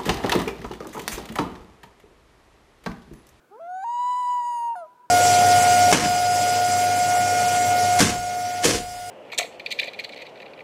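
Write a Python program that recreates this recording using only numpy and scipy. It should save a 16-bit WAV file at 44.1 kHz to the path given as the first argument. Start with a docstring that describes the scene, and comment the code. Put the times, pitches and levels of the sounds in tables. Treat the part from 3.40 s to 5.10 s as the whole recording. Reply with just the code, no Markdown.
"""A loon on a quiet lake wails: its voice climbs through three registers with sudden breaks, holds a fluttering,
near-pure high note and drops back into a fourth. One oscillator drives all its partials, which shimmer, rasp and
slip; breath noise hisses along with the voice. The near bank and the far wooded shore echo the call by convolution
with decaying noise and two distinct returns, and shaped noise makes a faint wind in trees and over the water."""
import sys
import numpy as np
from scipy import signal
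from scipy.fft import rfft, irfft
from scipy.io import wavfile
from scipy.ndimage import uniform_filter1d

SR = 44100
rng = np.random.default_rng(int(sys.argv[2]) if len(sys.argv) > 2 else 0)


def to_wav(sig):
    """Store sig (one row per channel, or 1-D mono) as 16-bit WAV at the path in sys.argv[1].

    Samples outside -1..1 are clipped; the rate is SR.
    """
    pcm = np.clip(np.atleast_2d(sig), -1, 1) * 32767
    pcm = np.round(pcm).astype(np.int16)
    wavfile.write(sys.argv[1], SR, pcm.T)  # frames by channels


def decibels_to_gain(level_db):
    """Convert a level in decibels to a linear amplitude gain (20 dB per decade)."""
    exponent = np.asarray(level_db, float) / 20
    return 10 ** exponent


N = 74970  # samples, 1.7 s


def walk(rate):
    """Smooth random wander of spread 1, averaged twice over 1 / rate seconds."""
    k = max(int(SR / rate), 1)
    w = uniform_filter1d(uniform_filter1d(rng.standard_normal(N), k), k)
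    return w / w.std()


def unit(x):
    """Scale to rms 1."""
    return x / np.sqrt(np.mean(x ** 2))


def coloured(points):
    """Noise of rms 1 whose spectrum follows (Hz, dB) points joined along log frequency."""
    p = np.array(points)
    hz = np.arange(N // 2 + 1) * SR / N + 1
    gain = decibels_to_gain(np.interp(np.log(hz), np.log(p[:, 0]), p[:, 1]))
    return unit(irfft(rfft(rng.standard_normal(N)) * gain, N))


def curve(points):
    """Columns of a table joined by straight lines in time."""
    c = np.array(points, float)
    return [np.interp(np.arange(N) / SR, c[:, 0], col) for col in c.T[1:]]


def wind():
    """Faint wind in trees and over water: shaped noise that swells a little."""
    # Spectrum of the wind. Each row: frequency in Hz, relative density in dB per Hz.
    wind_spectrum = [(18, -46), (30, -27.5), (165, -8.5), (330, -4.5), (480, -5), (815, -11.5),
                     (1100, -12.5), (1500, -5.5), (1650, -11.5), (1850, -22), (2260, -18.5), (2600, -21.5),
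                     (5000, -27.5), (15700, -32.5)]
    gust_db, flicker_db = .5, .6
    level_db = -63.5 + gust_db * walk(2) + flicker_db * walk(3.6)
    return coloured(wind_spectrum) * decibels_to_gain(level_db)


def bank_echo():
    """Impulse response of the near bank: a short scatter of dense, decaying reflections."""
    t60_s, energy_db = .3, -22
    t = np.arange(N) / SR
    bank = rng.standard_normal(N) * decibels_to_gain(-60 * t / t60_s) * (t > .004)  # first return after 4 ms
    return decibels_to_gain(energy_db) * bank / np.sqrt(np.sum(bank ** 2))


def shore_echo():
    """Impulse response of the far wooded shore: a late diffuse wash and distinct slaps, all dulled."""
    # Distinct returns from tree lines. Each row: delay in seconds, level in dB ahead of the low-pass.
    slaps = [(.74, -32.5), (1.1, -35)]
    start_s, rise_s, t60_s = .35, .15, 4
    wash_db, dull_hz = -35.5, 1500  # the wash level is its energy ahead of the low-pass
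    late = np.maximum(np.arange(N) / SR - start_s, 0)
    shore = rng.standard_normal(N) * (1 - np.exp(-late / rise_s)) * decibels_to_gain(-60 * late / t60_s)
    shore = decibels_to_gain(wash_db) * shore / np.sqrt(np.sum(shore ** 2))
    for delay_s, db in slaps:
        shore[int(delay_s * SR)] += decibels_to_gain(db)
    return signal.sosfilt(signal.butter(2, dull_hz, fs=SR, output="sos"), shore)


def echoes(x):
    """The call as the near bank and the far shore return it."""
    return signal.fftconvolve(x, bank_echo() + shore_echo())[:N]


def breath(env):
    """Air hissing in the throat: shaped noise that follows the voice's envelope and flickers in level."""
    # Spectrum of the breath. Each row: frequency in Hz, relative density in dB per Hz.
    breath_spectrum = [(300, -32.5), (800, 10), (1100, 9), (2000, -4.5), (3000, -15), (5000, -12),
                       (7000, -15), (10000, -8.5), (13000, -27.5), (16000, -23)]
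    level_db = -38 + 1.2 * walk(33)  # against the fundamental
    return coloured(breath_spectrum) * decibels_to_gain(level_db) * env


def high_note_flutter():
    """Uneven flutter of the high note: its two parts shake level and phase, leaning to an upper sideband."""
    side_hz, side_db = 78, -27
    span_s = (.45, .88, 1.25)  # start, peak, end
    swell = np.interp(np.arange(N) / SR, span_s, [0, 1, 0]) * decibels_to_gain(side_db + 3 * walk(20))
    uneven_hz = side_hz * (1 + .06 * walk(15))
    return swell * np.exp(2j * np.pi * np.cumsum(uneven_hz) / SR)


def voice_phase(rows, flutter):
    """One oscillator runs through all registers, so its pitch snaps across each break without a gap."""
    wobble = walk(90)
    wobble = wobble - uniform_filter1d(wobble, size=SR // 15)  # only the fast jitter stays
    (pitch_hz,) = curve([row[:2] for row in rows])
    return 2 * np.pi * np.cumsum(pitch_hz * (1 + .0012 * wobble)) / SR + flutter.imag


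def partial(k, phase):
    """Partial k, amplitude near 1: it shimmers, drifts, rasps and now and then slips half a cycle and dips."""
    # Rasp of the partials from the third up. Each row: time in seconds, share from 0 to 1.
    rasp_share = [(.1, .1), (.42, .15), (.44, .55), (.46, .3), (.5, .15), (.6, .25), (.76, .3), (.87, .5),
                  (.95, .28), (1.05, .3), (1.15, .15), (1.5, .15)]
    slip_rate, slip_s = 14, .004  # slips a second at full rasp; smoothing of each slip in seconds
    shimmer_db, drift_db = 1.2, .3  # drift grows by this for each partial above the third
    (rough,) = curve(rasp_share)
    rasp = 1 + rough * (walk(260) + 1j * walk(260)) / np.sqrt(2)
    slip_count = np.cumsum(rng.random(N) < slip_rate * rough / SR)
    slips = uniform_filter1d(np.cos(np.pi * slip_count), int(slip_s * SR))
    tone = np.exp(1j * (k * phase + rng.uniform(0, 2 * np.pi)))
    tone = rasp * slips * tone / np.sqrt(1 + rough ** 2)
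    level_db = shimmer_db * walk(28) + drift_db * (k - 3) * walk(9)
    return decibels_to_gain(level_db) * tone.imag


def register(rows, shapes, shape, phase):
    """One register: partials of the shared phase, weighted by a moving throat shape; returns sound and envelope."""
    # Level of the third partial. Each row: time in seconds, level in dB.
    third_level = [(.105, -76), (.135, -59), (.165, -63), (.185, -69), (.198, -85), (.244, -69.5),
                   (.278, -63.5), (.286, -94), (.35, -88), (.4, -65.5), (.44, -62), (.447, -64), (.48, -61),
                   (.6, -56.5), (.72, -52), (.762, -56.5), (.812, -50.5), (.868, -59.5), (.916, -53),
                   (1.0, -57.5), (1.047, -66), (1.051, -57), (1.17, -56.5), (1.3, -60), (1.335, -64),
                   (1.352, -70), (1.36, -70.5), (1.41, -71), (1.44, -85)]
    break_s = .002  # fade at either end
    t = np.arange(N) / SR
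    _, db, second_db, upper_db = curve(rows)
    fade_in = np.clip((t - rows[0][0]) / break_s + 1, 0, 1)
    fade_out = np.clip((rows[-1][0] - t) / break_s + 1, 0, 1)
    gate = fade_in * fade_out
    first = decibels_to_gain(db) * np.sin(phase)
    second = decibels_to_gain(second_db) * np.sin(2 * phase + rng.uniform(0, 2 * np.pi))
    third = decibels_to_gain(curve(third_level)[0]) * partial(3, phase)
    # the throat shape slides between neighbouring lists of partial levels
    gains = [decibels_to_gain(np.interp(shape, range(len(shapes)), dbs)) for dbs in zip(*shapes)]
    upper = sum(gain * partial(k, phase) for k, gain in enumerate(gains, 4))
    upper = upper / np.sqrt(sum(gain ** 2 for gain in gains)) * decibels_to_gain(upper_db)
    return np.sqrt(2) * gate * (first + second + third + upper), gate * decibels_to_gain(db)


def loon():
    """Four registers of one voice in turn, with breath and the high note's flutter, through a throat high-pass."""
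    # The registers, in order of time. Each row: time in seconds, pitch in Hz, fundamental in dB,
    # second partial in dB, partials from the fourth up together in dB.
    onset_rows = [(0.105, 361, -65.5, -71.5, -77.5), (0.115, 379, -48.5, -53.5, -74),
                  (0.135, 416, -50.5, -49, -72), (0.161, 451, -45.5, -49, -78),
                  (0.179, 502.6, -50.5, -53, -79.5), (0.185, 510.5, -46, -51.5, -75.5),
                  (0.193, 547, -50, -61, -76), (0.198, 607, -42, -51, -84.5)]
    low_rows = [(0.2, 655, -41.5, -59, -82), (0.21, 658, -38.5, -54.5, -74),
                (0.276, 700, -36.5, -51.5, -71), (0.284, 716, -35.5, -51, -76),
                (0.296, 720.9, -33.5, -49, -69.5), (0.366, 750, -31.5, -46.5, -64),
                (0.42, 772, -34.5, -47, -61), (0.436, 793, -30, -46.5, -59), (0.4405, 812, -28.5, -46, -59),
                (0.4425, 860, -29.5, -49, -64)]
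    high_rows = [(0.4445, 980, -30, -58, -68), (0.4465, 925, -27, -62, -60), (0.45, 945, -28.5, -61, -66),
                 (0.46, 925, -29, -61, -63), (0.5, 951.6, -26.5, -59.5, -58), (0.53, 963, -26.5, -60, -57),
                 (0.585, 967, -25, -61, -56), (0.6, 981, -23, -58, -56), (0.62, 979, -24.5, -57, -55),
                 (0.7, 990, -22.5, -54, -54), (0.76, 986, -24, -54, -54), (0.78, 995, -24, -54, -53),
                 (0.82, 989, -25, -54, -53), (0.86, 979, -24, -54, -53), (0.9, 985, -22.5, -55, -53),
                 (0.988, 978, -23.5, -54, -56), (1.02, 963, -26.5, -55, -56), (1.05, 960, -26, -56, -54),
                 (1.082, 970.5, -25, -57, -54), (1.12, 960, -26, -57, -54), (1.16, 955, -26, -59, -54),
                 (1.2, 942, -27, -59.5, -56), (1.28, 941, -26, -61, -62), (1.312, 929, -27, -66, -72),
                 (1.334, 925, -28.5, -67, -74), (1.345, 917, -31.5, -70, -76), (1.35, 905, -35, -75, -78),
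                 (1.353, 880, -46, -70, -80)]
    fall_rows = [(1.355, 830, -30, -46, -75), (1.358, 700, -38, -45, -62), (1.361, 735, -33, -45.5, -61),
                 (1.374, 718, -34, -47, -62.5), (1.402, 694, -37, -48.5, -64), (1.43, 652.4, -36, -48, -80),
                 (1.446, 625, -42, -48, -86), (1.458, 622, -44, -58, -87), (1.468, 626, -51, -85, -89),
                 (1.475, 630, -65, -85, -89)]
    # Throat shapes. Each list: relative levels in dB of partials 4, 5, 6, ..
    onset_partials = [0]
    low_a = [-6.5, -5, -16, -22, -24, -12.5, -35.5, -32.5, -24, -24, -27, -33, -30]
    low_b = [-46, -39.5, -39, -56.5, -42, -33.5, -54.5, -48.5, -38.5, -52, -44, -49.5, -54]
    low_end = [-50, -37.5, -43, -49.5, -30, -52.5, -46.5, -47, -53.5, -53, -46, -55.5, -64]
    high_early = [-39.5, -34, -52.5, -30, -37.5, -48, -47.5, -64, -51.5, -65.5, -63.5, -54.5, -67.5]
    high_a = [-36.5, -42, -55, -36.5, -42, -48.5, -50, -51, -59.5, -64.5, -66.5, -66, -69]
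    high_mid = [-46, -39, -59, -36, -40.5, -45.5, -51, -50.5, -57.5, -66, -63, -65, -59.5]
    high_b = [-45.5, -36.5, -69.5, -27.5, -40, -40.5, -31.5, -59.5, -51, -53.5, -58.5, -62.5, -42.5]
    high_end = [-55, -50.5, -55.5, -48, -71.5, -54, -48.5, -56.5, -46.5, -63.5, -63.5, -69, -74.5]
    fall_partials = [-38, -41.5, -35, -40, -57, -40, -33.5, -52.5, -45, -35, -36, -53, -47]
    # Motion between throat shapes. Each row: time in seconds, place in the register's series of shapes from 0.
    low_motion = [(.2, 0), (.28, 0.19), (.295, 1), (.42, 1), (.438, 1.3)]
    high_motion = [(.45, 0.5), (.56, 0.38), (.64, 0.85), (.84, 1.3), (.93, 2.08), (1.0, 2), (1.04, 2.3),
                   (1.24, 3.3), (1.32, 3.9)]
    flutter = high_note_flutter()
    phase = voice_phase(onset_rows + low_rows + high_rows + fall_rows, flutter)
    low_shapes = [low_a, low_b, low_end]
    high_shapes = [high_early, high_a, high_mid, high_b, high_end]
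    parts = [register(onset_rows, [onset_partials], 0, phase),
             register(low_rows, low_shapes, curve(low_motion)[0], phase),
             register(high_rows, high_shapes, curve(high_motion)[0], phase),
             register(fall_rows, [fall_partials], 0, phase)]
    voice = sum(sound for sound, _ in parts)
    env = sum(envelope for _, envelope in parts)
    throat = signal.butter(2, 280, "high", fs=SR, output="sos")
    return signal.sosfilt(throat, voice * (1 + flutter.real) + breath(env))


def scene():
    """Bird, its echoes and the wind at one microphone."""
    bird = loon()
    return (bird + echoes(bird) + wind())[None, :]


def top_cut(x):
    """Nothing passes above the cut-off."""
    return signal.sosfilt(signal.butter(12, 15890, fs=SR, output="sos"), x)


def record(dry):
    """The finished mix as the camera keeps it."""
    return top_cut(dry)


dry = scene()
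out = record(dry)
to_wav(out)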